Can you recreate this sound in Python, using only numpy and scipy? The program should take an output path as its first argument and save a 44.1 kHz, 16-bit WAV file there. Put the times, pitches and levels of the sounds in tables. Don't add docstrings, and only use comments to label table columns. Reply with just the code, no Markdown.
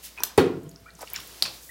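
import sys
import numpy as np
from scipy import signal
from scipy.fft import rfft, irfft, next_fast_len
from scipy.io import wavfile
from scipy.ndimage import map_coordinates

SR = 44100
rng = np.random.default_rng(int(sys.argv[2]) if len(sys.argv) > 2 else 0)


def level_to_linear(level):
    exponent = np.asarray(level, float) / 20
    return 10 ** exponent


def bounce(signal):
    frames = np.transpose(np.atleast_2d(signal))
    limited = np.clip(frames, -1, 1)
    pcm = np.round(limited * 32767).astype(np.int16)
    wavfile.write(sys.argv[1], SR, pcm)


N = 74970
T = np.arange(N) / SR


def unit(x):
    return x / np.sqrt(np.mean(x ** 2) + 1e-20)


def along(points, hz):
    f, v = np.transpose(points)
    return np.interp(np.log(hz + 1), np.log(f + 1), v)


def filtered(x, response):
    m = next_fast_len(len(x) + 8192)
    spectrum = rfft(x, m) * response(np.fft.rfftfreq(m, 1 / SR))
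    return irfft(spectrum, m)[:len(x)]


def noise(colour):
    return unit(filtered(rng.standard_normal(N), lambda f: level_to_linear(along(colour, f))))


def band(hz, octaves):
    return lambda f: np.exp(-.5 * (np.log2((f + 1) / hz) / octaves) ** 2)


def peak(f, hz, width_hz):
    return 1j * f * width_hz / (hz * hz - f * f + 1j * f * width_hz)


def dying(start, t60, rise):
    t = np.maximum(T - start, 0)
    return level_to_linear(-60 * t / t60) * (1 - np.exp(-t / rise))


def add(x, s, sound):
    part = x[round(s * SR):][:len(sound)]
    part += sound[:len(part)]


def wander(width_hz):
    return np.cumsum(rng.standard_normal(N)) * np.sqrt(width_hz / SR)


def room_tone():
    # frequency in Hz, density in dB per Hz.
    hiss_colour = [(30, -4), (60, -1), (150, -2.5), (400, -2.5), (1000, -11), (3000, -14.5), (8000, -19.5),
                   (16000, -22.5)]
    # frequency in Hz, level in dB, width in Hz.
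    fan_tones = [
        (58, -59, .5),
        (156, -72, 12),
    ]
    hiss_db = -58.5
    hum = 0
    for hz, db, width_hz in fan_tones:
        hum = hum + level_to_linear(db + 2) * np.sin(2 * np.pi * hz * T + wander(width_hz))
    return level_to_linear(hiss_db) * noise(hiss_colour) + hum


def bathroom(x, db):
    # frequency in Hz, t60 in seconds.
    tile_decay = [(150, 0.54), (800, 0.52), (2500, 0.32), (6000, 0.26), (15000, 0.14)]
    # delay in seconds, level in dB.
    wall_echoes = [(.0011, -19), (.0017, -18), (.0026, -15), (.0031, -17), (.0041, -21), (.0053, -24),
                   (.0063, -21), (.0083, -24), (.0137, -23), (.0153, -22)]
    hz, t, z = signal.stft(rng.standard_normal(SR), SR, nperseg=256)
    decay = level_to_linear(-60 * t / along(tile_decay, hz)[:, None])
    tail = signal.istft(z * decay, SR, nperseg=256)[1]
    tail *= 1 - np.exp(-np.arange(len(tail)) / SR / 0.011)
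    tail *= level_to_linear(db) / np.linalg.norm(tail)
    tail[0] = 1
    for s, wall_db in wall_echoes:
        tail[round(s * SR)] += level_to_linear(wall_db)
    return signal.fftconvolve(x, tail)[:N]


def grains(count, hz, spread, cycles, spiky_db):
    r, k = rng.random((count, 2)), np.arange(160)
    f = np.clip(hz * np.exp(spread * rng.standard_normal((count, 1))), 200, 16000) / SR
    size = level_to_linear(-spiky_db * np.log(r[:, 1:] + .09))
    wave = size * np.exp(-k * f / cycles) * np.sin(2 * np.pi * f * k)
    moments = (r[:, :1] * N).astype(int) + k
    return unit(np.bincount(moments.ravel(), wave.ravel(), N + len(k))[:N])


def gushes():
    # start in seconds, swell in seconds, t60 in seconds, level in dB, centre in Hz.
    gush_rows = [(.016, 0.042, 0.23, -42.5, 4480), (0.015, 0.041, 0.16, -39.5, 12200),
                 (.156, 0.032, 0.56, -46, 1550), (.191, 0.022, 0.2, -46.5, 342),
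                 (0.236, 0.0036, 0.32, -48.5, 490), (0.644, 0.034, 0.29, -55, 139),
                 (0.386, 0.011, 0.43, -36, 1920), (0.991, 0.041, 0.053, -40.5, 970),
                 (1.005, 0.012, 0.08, -42.5, 8800), (1.061, 0.016, 0.25, -50, 3600),
                 (1.091, 0.045, 0.52, -50.5, 944), (1.137, 0.016, 0.3, -39, 2600),
                 (1.165, 0.031, 0.15, -52.5, 140), (1.422, 0.0022, 0.4, -41, 840),
                 (1.4235, 0.007, 0.14, -36.5, 8000), (1.432, 0.013, 0.3, -50, 126),
                 (1.446, 0.014, 0.13, -36.5, 2620), (1.6, 0.04, 1, -47, 11000)]
    octaves, grain_share = 1, 0.61
    x = 0
    for s, swell, t60, db, hz in gush_rows:
        bubbling = grains(count=2500, hz=hz, spread=0.664, cycles=2.54, spiky_db=4.5)
        wet = rng.standard_normal(N) + grain_share * bubbling
        rise = np.sin(np.clip((T - s) / swell, 0, 1) * np.pi / 2) ** 2
        fall = level_to_linear(db - 60 * np.maximum(T - s - swell, 0) / t60)
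        x = x + unit(filtered(wet, band(hz, octaves))) * rise * fall
    return x


def fizz():
    # time in seconds, level in dB.
    fizz_level = [
        (0, -53),
        (.3, -53.5),
        (.6, -66.5),
        (.95, -63),
        (1.0, -53),
        (1.13, -49.5),
        (1.2, -46),
        (1.4, -47),
        (1.55, -45.5),
        (1.7, -57.5),
    ]
    # frequency in Hz, density in dB per Hz.
    fizz_colour = [(500, 3), (1500, -2), (3000, -0.5), (4800, 3), (8000, -1.5), (13000, -2), (16000, -3)]
    bubbling = grains(count=5000, hz=6480, spread=0.453, cycles=1.9, spiky_db=5.0)
    hiss = unit(noise(fizz_colour) + .5 * bubbling)
    return hiss * level_to_linear(np.interp(T, *np.transpose(fizz_level)))


def bubbles():
    # start in seconds, peak in dB, pitch in Hz, life in cycles.
    bubble_rows = [(0.1766, -33, 2460, 10), (.1845, -34.5, 2493, 35), (.204, -30, 910, 10),
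                   (0.2045, -33, 5700, 25), (0.224, -28, 1450, 5.4), (.2354, -0.5, 12600, 8),
                   (.2354, -33, 7500, 3.5), (1.1345, -15, 15100, 17), (1.4237, -20.5, 470, 1.5),
                   (0.693, -40.5, 6800, 22), (.715, -41.5, 4800, 9.9), (.76, -34, 5260, 10.8),
                   (.905, -39, 4200, 9.2), (0.9542, -43, 5800, 13), (1.009, -27.5, 5200, 5.7),
                   (1.026, -32, 6000, 5.2), (1.0345, -30, 504, 2.2), (1.02, -37, 650, 3.5),
                   (1.075, -46, 2160, 20), (1.0744, -39, 2820, 26), (1.083, -38, 4700, 13),
                   (1.1415, -32, 2310, 19), (1.161, -21.5, 5430, 17.3), (1.165, -27, 1480, 5.1),
                   (1.202, -23.5, 3500, 4.5), (1.424, 4, 4420, 5.5), (1.454, -25.5, 2540, 15),
                   (1.692, -44.5, 1920, 57)]
    rise, rise_hz = .05, 2000
    x, t = np.zeros(N), T[:SR // 10]
    for s, db, hz, cycles in bubble_rows:
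        u = t * hz / cycles
        swell = 1.94 * level_to_linear(db - 38.0 * u ** 1.19) * (1 - np.exp(-t * hz * 0.93))
        bend = 1 + rise * (rise_hz / max(hz, rise_hz / 2)) ** 2 * np.minimum(u, 1) / 2
        add(x, s, swell * np.sin(2 * np.pi * hz * t * bend))
    return x


def snaps():
    # start in seconds, peak in
    # dB, centre in Hz, burst in seconds.
    snap_rows = [(0.16, -61, 9000, .003), (.1845, -50, 9000, .002), (.2, -36, 12000, 0.0026),
                 (.633, -45.5, 8500, 0.0035), (.639, -44, 14000, .004), (.692, -42, 9800, 0.0064),
                 (.713, -42, 11760, 0.0018), (.802, -46, 14000, 0.0032), (.855, -49, 13900, 0.004),
                 (0.937, -44.5, 9800, .003), (0.952, -37.5, 7650, .002), (.989, -45.5, 5930, 0.0016),
                 (.9925, -36, 11000, 0.0015), (.992, -41.5, 1010, 0.011), (1.018, -33, 10900, 0.0025),
                 (1.037, -48, 10500, .002), (1.1012, -30, 9000, 0.0032), (1.1343, -22, 14200, 0.0053),
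                 (1.202, -31, 12000, .002), (1.275, -28, 13000, .002), (1.424, -15.5, 8980, 0.0069),
                 (1.546, -38, 11100, 0.0018), (1.461, -23, 5050, .004), (0.3772, -14.5, 9300, 0.0032)]
    octaves, lead = 0.4, 44
    x, t = np.zeros(N), T[:SR // 10]
    for s, db, hz, length in snap_rows:
        burst = rng.standard_normal(len(t)) * level_to_linear(-25 * t / length)
        burst[0] = 2.06
        burst = filtered(np.pad(burst, (lead, 0)), band(hz, octaves))
        add(x, s - lead / SR, level_to_linear(db) * burst / np.abs(burst).max())
    return x


def pockets(rows):
    softness, rough_db = 0.68, 2.5
    x = np.zeros(N)
    for s, length, db, start_hz, end_hz in rows:
        t = T[:round(length * SR)]
        flutter_db = rough_db * map_coordinates(rng.standard_normal(12), [t / length * 8])
        swell = level_to_linear(db + flutter_db) * np.abs(np.sin(np.pi * t / length)) ** softness
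        glide_hz = start_hz + (end_hz - start_hz) * t / length / 2
        add(x, s, swell * np.sin(2 * np.pi * t * glide_hz))
    return x


def drips():
    # start in seconds, length in seconds, peak in dB, first pitch in Hz, last pitch in Hz.
    drip_rows = [(.177, .007, -40, 2480, 2480), (.188, .025, -42, 2500, 2480),
                 (.237, .004, -27, 3800, 6500), (.659, .01, -58, 3300, 2900), (.745, .04, -61, 1100, 1700),
                 (.858, .018, -43, 1180, 1530), (.859, .012, -51, 2250, 2400),
                 (.874, .028, -53, 2400, 2330), (.877, .008, -47, 1450, 1330),
                 (.883, .014, -52, 1750, 2050), (.887, .006, -48, 1450, 1550),
                 (.894, .008, -47, 1300, 1520), (.992, .008, -46, 950, 1100),
                 (1.037, .009, -44, 1250, 1300), (1.142, .006, -42, 3300, 3400),
                 (1.154, .006, -39, 2700, 2900), (1.1605, .005, -31, 7200, 6800),
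                 (1.161, .007, -36, 3900, 4000), (1.162, .007, -38, 2900, 2700),
                 (1.187, .006, -42, 1100, 1200), (1.437, .004, -22, 4800, 4900)]
    return bathroom(pockets(drip_rows), db=-12.5)


def gulps():
    # start in seconds, length in seconds, peak in dB, first pitch in Hz, last pitch in Hz.
    gulp_rows = [(.392, .04, -20.5, 266, 274), (.394, 0.025, -20.5, 395, 368), (.41, 0.015, -22, 480, 493),
                 (.432, .017, -16.5, 402, 452), (.444, 0.021, -22.5, 360, 343),
                 (.464, 0.019, -19.5, 369, 390), (.458, .028, -29, 169, 165), (.498, 0.039, -31, 180, 169),
                 (.498, .012, -24, 328, 310), (.51, 0.025, -26.5, 348, 390), (.549, .014, -28, 380, 358),
                 (.556, 0.033, -35, 159.6, 160), (.57, 0.016, -31, 323, 343), (.622, .03, -43, 250, 337),
                 (.642, .066, -41, 125.6, 176.6), (.66, 0.019, -44.5, 343, 323),
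                 (.7, .016, -48.5, 313, 300), (.722, 0.022, -46, 166, 170), (.81, 0.042, -52.5, 105, 110),
                 (.935, 0.037, -50.5, 159, 165), (1.031, .0065, -33, 696, 470), (.378, 0.031, -29, 97, 81),
                 (.3795, 0.013, -18.5, 858, 800)]
    return pockets(gulp_rows)


def slap():
    # frequency in Hz, density in dB per Hz.
    slap_colour = [(150, -15), (400, -13.5), (1500, -4), (3500, -3.5), (7500, -2), (10000, -7.5),
                   (12500, -15), (16000, -5)]
    start, crack_db, crack_t60 = .2352, -1, 0.015
    spray_db, spray_t60 = -12, 0.024
    x = level_to_linear(spray_db) * dying(start, spray_t60, 0.00014) * rng.standard_normal(N)
    cracks = start + np.array([0, .00012, .0003, .0004, .00055])
    strength = level_to_linear(crack_db - 60 * (cracks - start) / crack_t60)
    x[np.round(cracks * SR).astype(int)] += strength * [1, -1, 1, -1, 1]
    return filtered(x, lambda f: level_to_linear(along(slap_colour, f)))


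KNOCK_S = .3797


def shell():
    # frequency in Hz, level in dB, t60 in seconds.
    shell_modes = [(106.3, -21, 0.58), (165, -11, 0.61), (269.8, -6.5, 0.5), (346.3, -5, 0.46),
                   (394, -7, 0.4), (426.3, 1, 0.18), (470.8, -5, 0.33), (507, -8, 0.35), (748.6, -16, 0.37),
                   (822, -1.5, 0.078), (945, -10.5, 0.16), (1390, -20.5, 0.3), (425, 5, 0.06)]
    level_db, rise_s, shimmer_hz = -16, 0.00045, 31.8
    gurgle_db, gurgle_hz = 2.5, 30
    t = np.maximum(T - KNOCK_S, 0)
    ring = np.zeros(N)
    for hz, db, t60 in shell_modes:
        lumps = map_coordinates(rng.standard_normal(200), [T * gurgle_hz])
        lumps *= np.clip(t * gurgle_hz, 0, 1)
        steps = rng.standard_normal(N) * (t > .006)
        drift = np.cumsum(steps) * np.sqrt(shimmer_hz / SR)
        ring -= level_to_linear(db + gurgle_db * lumps - 60 * t / t60) * np.sin(2 * np.pi * hz * t + drift)
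    return level_to_linear(level_db) * ring * (1 - np.exp(-t / rise_s))


def rattle():
    # frequency in Hz, density in dB per Hz.
    rattle_colour = [(40, -65), (80, -24.5), (420, 5), (620, -15.5), (850, -10), (4280, -20), (5500, -29.5),
                     (16000, -34.5)]
    touch = level_to_linear(-19) * dying(.3768, 0.086, 0.00055)
    blow = level_to_linear(-14) * dying(KNOCK_S, 0.098, 0.00035)
    return bathroom(noise(rattle_colour) * (touch + blow), db=-9)


def boom():
    # frequency in Hz, width in Hz, level in dB.
    tub_modes = [(96, 20, 3.5), (160.7, 29.6, 5.5), (264, 32, 1), (367, 100, -10)]

    def response(f):
        return sum(level_to_linear(db) * peak(f, hz, w) ** 2 for hz, w, db in tub_modes)

    body = unit(filtered(rng.standard_normal(N), response))
    return level_to_linear(-28.5) * body * dying(KNOCK_S, 0.81, 0.0034)


def metal_tap():
    hz, db, t60 = 670, -52.5, 2.8
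    t = np.maximum(T - KNOCK_S, 0)
    return level_to_linear(db - 60 * t / t60) * np.sin(2 * np.pi * hz * t)


def knock():
    x = shell() + rattle() + boom() + metal_tap()
    return signal.sosfilt(signal.butter(4, 80, "high", fs=SR, output="sos"), x)


def scene():
    surface = bubbles() + snaps() + slap()
    wet = sum(bathroom(surface * (T // .3 == k), db=-10) for k in range(6))
    x = room_tone() + fizz() + gushes() + wet
    return (x + drips() + gulps() + knock())[None]


def roll_off(x):
    return signal.sosfilt(signal.butter(12, 16850, fs=SR, output="sos"), x)


def record(dry):
    ceiling, knee, bass_hz, top_hz = .78, 4, 50, 15950
    x = dry[0] / (1 + np.abs(dry[0] / ceiling) ** knee) ** (1 / knee)
    x = filtered(x, lambda f: (f < top_hz) / np.sqrt(1 + (bass_hz / (f + 1)) ** 14))
    return roll_off(x[None])


dry = scene()
out = record(dry)
bounce(out)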